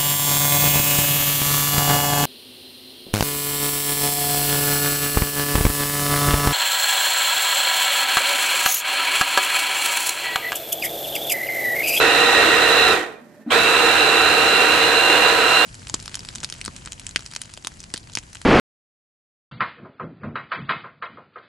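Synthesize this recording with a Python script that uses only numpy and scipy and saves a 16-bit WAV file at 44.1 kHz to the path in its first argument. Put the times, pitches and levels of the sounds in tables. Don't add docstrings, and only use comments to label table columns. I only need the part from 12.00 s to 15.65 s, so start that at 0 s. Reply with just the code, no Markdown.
import sys
import numpy as np
from scipy import signal
from scipy.fft import rfft, irfft
from scipy.io import wavfile

SR = 44100
rng = np.random.default_rng(int(sys.argv[2]) if len(sys.argv) > 2 else 0)


def wav_out(sig):
    wavfile.write(sys.argv[1], SR, np.round(np.clip(np.atleast_2d(sig).T, -1, 1) * 32767).astype(np.int16))


def ratio_of_db(decibels):
    return 10 ** (np.asarray(decibels, float) / 20)


N = 160965
OFF_S, ON_S = 0.91, 1.503
MAINS_THROB_HZ = 100
TONE_THROB = 0.05


def read(points, hz):
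    f, value = np.transpose(points)
    return np.interp(np.log(hz + 1), np.log(f + 1), value)


def evened(x):
    return x / np.sqrt(np.mean(x ** 2) + 1e-20)


def slow(hz):
    t = np.arange(0, N + 128, 64) / SR
    drift = 0
    for f in np.geomspace(hz / 20, hz, num=24):
        drift = drift + np.sin(2 * np.pi * (f * t + rng.random())) / np.sqrt(f)
    return np.interp(np.arange(N) / SR, t, evened(drift))


def colour(x, gain):
    return irfft(rfft(x) * gain(np.fft.rfftfreq(N, 1 / SR)), N)


# (frequency [Hz], likeness [0 to 1])
LIKENESS = [(60, 0.37), (130, 0.63), (290, 0.9), (640, 0.88), (1410, 0.61), (3100, 0.61), (6820, 0.074),
            (15000, 0.25)]
# (frequency [Hz], left minus right [dB])
LEAN_LEFT = [(60, -2), (130, -6.5), (290, -1.5), (640, -4), (1410, -3.5), (3100, -5), (6820, -9.5),
             (15000, 0.5)]


def pair(a, b):
    def same(hz):
        return np.clip(read(LIKENESS, hz), 0, 1)

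    mixed = colour(a, same) + colour(b, lambda hz: np.sqrt(1 - same(hz) ** 2))
    left = colour(mixed, lambda hz: ratio_of_db(read(LEAN_LEFT, hz) / 2))
    right = colour(a, lambda hz: ratio_of_db(-read(LEAN_LEFT, hz) / 2))
    return np.array([left, right])


# (time [s], speed [turns per s])
BLADE_SPEED = [(0, 36.6), (.3, 36.85), (.9, 37.15), (1.7, 37.2), (2.2, 37.6), (2.7, 38.05), (3.2, 38.35),
               (3.65, 38.55)]


def motor():
    t = np.arange(N) / SR
    off, on = np.maximum(t - OFF_S, 0), np.maximum(t - ON_S, 0)
    share = np.where(t < ON_S, np.exp(-off / 0.5), 1 - (1 - 0.76) * np.exp(-on / 0.04))
    turns_per_s = share * np.interp(t, *np.transpose(BLADE_SPEED)) * (1 + 0.0013 * slow(hz=12))

    creep_db, creep_db_per_s = -23, 651
    first_run_db, coast_db_per_s, coast_knee_s = 1.12, 177, 0.073
    coast_db = first_run_db - coast_db_per_s * off ** 2 / (off + coast_knee_s)
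    stop_db = np.maximum(coast_db, creep_db - creep_db_per_s * (ON_S - t))
    surge_db = 3 * np.exp(-(on / 0.07) ** 2)
    start_db = 20 * np.log10(1 - np.exp(-on / 0.016) + ratio_of_db(creep_db)) + surge_db
    return t, np.cumsum(turns_per_s) / SR, np.where(t < ON_S, stop_db, start_db)


def powered(t):
    return (t < OFF_S) | (t > ON_S)


def throb(t, depth):
    return 1 + depth * np.cos(2 * np.pi * MAINS_THROB_HZ * t) * powered(t)


# (frequency [Hz], level [dB per Hz])
GRIND_COLOUR = [(18, -70), (30, -19), (194, -15), (449, -5.5), (866, -4.5), (2750, -9.5), (3140, -10.5),
                (3980, -16.5), (16000, -33.5)]
# (frequency [Hz], width [Hz], first run boost [dB], second run boost [dB])
BOWL_RINGS = [(330, 138, 7, 6.5), (468.5, 109, 11.5, 10.5), (763, 187, 5, 5.5), (863, 82, -7.5, -7.5),
              (988, 160, 2, 4), (1296, 230, 3.5, 4.5), (1558, 510, 4.5, 6.5), (1900, 270, 10.5, 5),
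              (2510, 450, 3.5, 5.5), (3624, 150, 8.5, 8.5), (4013, 630, 6, 12.5), (7040, 1200, 3.5, 5),
              (8150, 930, 7, 9), (11120, 1160, 6.5, 9)]


def grind(t, turns, loss_db):
    repeat_share, pattern_life_s, pattern_steps = 0.38, 0.14, 1100
    chunks_per_s, chunk_spread_db, chunk_db = 1500, 4, -5.5
    level = ratio_of_db(0.4 * slow(hz=29.68)) * (1 + 0.1 * np.cos(4 * np.pi * turns))
    first = t < ON_S
    bass_gain = ratio_of_db(loss_db * np.where(first, 0.75, 1))
    treble_gain = ratio_of_db(loss_db * np.where(first, 1.2, 1))
    out = []
    for _ in range(2):
        patterns = rng.standard_normal((40, pattern_steps))
        angle_step = (turns % 1 * pattern_steps).astype(int)
        age = t / pattern_life_s
        k, mix = age.astype(int), age % 1 * np.pi / 2
        locked = np.cos(mix) * patterns[k, angle_step] + np.sin(mix) * patterns[k + 1, angle_step]

        hits = (rng.random(N) < chunks_per_s / SR) * rng.standard_normal(N)
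        chunks = evened(hits * ratio_of_db(chunk_spread_db * np.minimum(rng.exponential(1, N), 4)))
        drive = np.sqrt(repeat_share) * locked
        drive += np.sqrt(1 - repeat_share) * rng.standard_normal(N)
        drive += ratio_of_db(chunk_db) * chunks

        runs = []
        for run in range(2):
            def body(hz):
                db = read(GRIND_COLOUR, hz)
                for row in BOWL_RINGS:
                    db = db + row[2 + run] / (1 + (2 * (hz - row[0]) / row[1]) ** 2) ** 2
                return ratio_of_db(db)

            runs.append(evened(colour(drive * level, body)))
        x = np.where(t < ON_S - 0.1, *runs)
        low = colour(x, lambda hz: 1 / (1 + (hz / 1200) ** 2))
        out.append(low * bass_gain + (x - low) * throb(t, 0.09) * treble_gain)
    return ratio_of_db(-16) * np.array(out)


TONE_ORDERS = [2, 12, 34, 37, 69, 72, 75, 102, 105, 108]
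# (first run level [dB], second run level [dB])
TONE_LEVELS = [(-49, -47), (-42, -42), (-36, -38), (-38, -37), (-46, -40), (-35, -33), (-41, -39),
               (-44, -43), (-37, -40), (-42, -45)]


def whine(t, turns, loss_db):
    out = np.zeros((2, N))
    for order, (first_db, second_db) in zip(TONE_ORDERS, TONE_LEVELS):
        db = np.where(t < ON_S, first_db, second_db) + 3 * slow(hz=35.03)
        cycles = order * turns + rng.random() + np.array([[0], [0.25]])
        out += np.sqrt(2) * ratio_of_db(db) * np.cos(2 * np.pi * cycles)
    return out * ratio_of_db(loss_db * np.where(t < ON_S, 2, 1)) * throb(t, TONE_THROB)


GEAR_ORDERS = [40, 73, 106, 134]
GEAR_SURGE_DB = [7, 5, 13, 15]
# (width [Hz], first run level [dB], second run level [dB])
GEAR_BANDS = [(200, -30.5, -29), (300, -34, -32), (306, -32.5, -33.5), (200, -49, -49.5)]


def mesh(t, turns, loss_db):
    out = np.zeros((2, N))
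    surge = np.exp(-((t - ON_S) / 0.061) ** 2) * (t > ON_S)
    for order, surge_db, (width_hz, first_db, second_db) in zip(GEAR_ORDERS, GEAR_SURGE_DB, GEAR_BANDS):
        r = np.exp(-np.pi * width_hz / SR)
        noise = rng.standard_normal((2, N)) + 1j * rng.standard_normal((2, N))
        fuzz = signal.lfilter([1], np.convolve([1, -r], [1, -r]), noise)
        band = evened((fuzz * np.exp(2j * np.pi * order * turns)).real)
        out += ratio_of_db(np.where(t < ON_S, first_db, second_db + surge_db * surge)) * band
    return out * ratio_of_db(loss_db * np.where(t < ON_S, 2, 1)) * throb(t, TONE_THROB)


# (frequency [Hz], width [Hz], boost [dB])
SHELL_RINGS = [(2770, 300, 8), (4010, 380, 7)]


def housing(x):
    def lift(hz):
        return ratio_of_db(sum(db / (1 + (2 * (hz - f) / width) ** 2) for f, width, db in SHELL_RINGS))

    return colour(x, lift)


# (frequency [Hz], time to fall 60 dB [s])
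ECHO_TIME = [(250, .55), (700, 0.61), (2000, .45), (6000, 0.38)]


def kitchen(x):
    taps = np.zeros((2, SR // 2))
    at = np.arange(200, SR // 2 - 20, 20) + rng.integers(0, 20, (2, (SR // 2 - 201) // 20))
    np.put_along_axis(taps, at, rng.choice([-1., 1.], at.shape), 1)
    hz, t, z = signal.stft(taps, SR, nperseg=256)
    fade = ratio_of_db(-60 * t / read(ECHO_TIME, hz)[:, None])
    tail = signal.istft(z * fade, SR, nperseg=256)[1]
    return signal.fftconvolve(x, tail / np.linalg.norm(tail[0]), axes=1)[:, :N]


# (frequency [Hz], level [dB per Hz])
ROOM_COLOUR = [(18, -41), (30, -33), (221, 4.5), (600, -8.5), (1320, -18), (1810, -12), (2830, -25.5),
               (13700, -32), (16000, -32.5)]
# (frequency [Hz], level [dB])
WHISTLES = [(250, -62.5), (594, -57.5), (1800, -67.5)]


def floor(t):
    def air():
        noise = rng.standard_normal(N)
        return evened(colour(noise, lambda hz: ratio_of_db(read(ROOM_COLOUR, hz)) * (hz < 14500)))

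    a, b = air(), air()
    gain = ratio_of_db(-50 + 2.5 * slow(hz=40.5))
    hum = 0
    for hz, db in WHISTLES:
        level = ratio_of_db(db + 6.6 * slow(hz=39.7))
        hum = hum + level * np.sin(2 * np.pi * hz * t + 2 * slow(hz=32.4))
    return pair(gain * a + hum, gain * b + hum)


def squeak(t):
    start_s, length_s, pitch_hz, level_db = 1.17, 0.03, 2430, -53
    shape = np.exp(-((t - start_s) / length_s) ** 2)
    level = ratio_of_db(level_db + 2.2 * slow(hz=60.5))
    return level * shape * np.sin(2 * np.pi * pitch_hz * t + slow(hz=40.8))


# (frequency [Hz], level [dB], time to fall 60 dB [s])
HANDLE_RINGS = [
    (237, -4.5, 0.21),
    (290, -6, 0.18),
    (685, -24, .1),
]


def jolt(t):
    s = np.maximum(t - 1.462, 0)
    ring = sum(ratio_of_db(db - 60 * s / t60) * np.sin(2 * np.pi * hz * s) for hz, db, t60 in HANDLE_RINGS)
    return ratio_of_db(-20) * np.sqrt(2) * np.minimum(s / 0.011, 1) * ring


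SHAFT_ROCK = .003, .0007


def scene():
    t, turns, loss_db = motor()
    rock = np.where(t < ON_S, *SHAFT_ROCK) * np.sin(2 * np.pi * MAINS_THROB_HZ * t)
    rocked = turns + rock * powered(t)
    tones = housing(whine(t, rocked, loss_db) + mesh(t, turns, loss_db))
    blender = pair(*(grind(t, turns, loss_db) + tones + squeak(t) + jolt(t)))
    return blender + ratio_of_db(-14) * kitchen(blender) + floor(t)


def band_limit(x):
    return signal.sosfilt(signal.butter(12, 15680, fs=SR, output="sos"), x)


def record(dry):
    knee = 1.02
    edge = signal.firwin(1023, 15680, window=("kaiser", 9), fs=SR)[None]
    mix = signal.oaconvolve(knee * np.tanh(dry / knee), edge, "same")
    return band_limit(mix)


dry = scene()
out = record(dry)
wav_out(out)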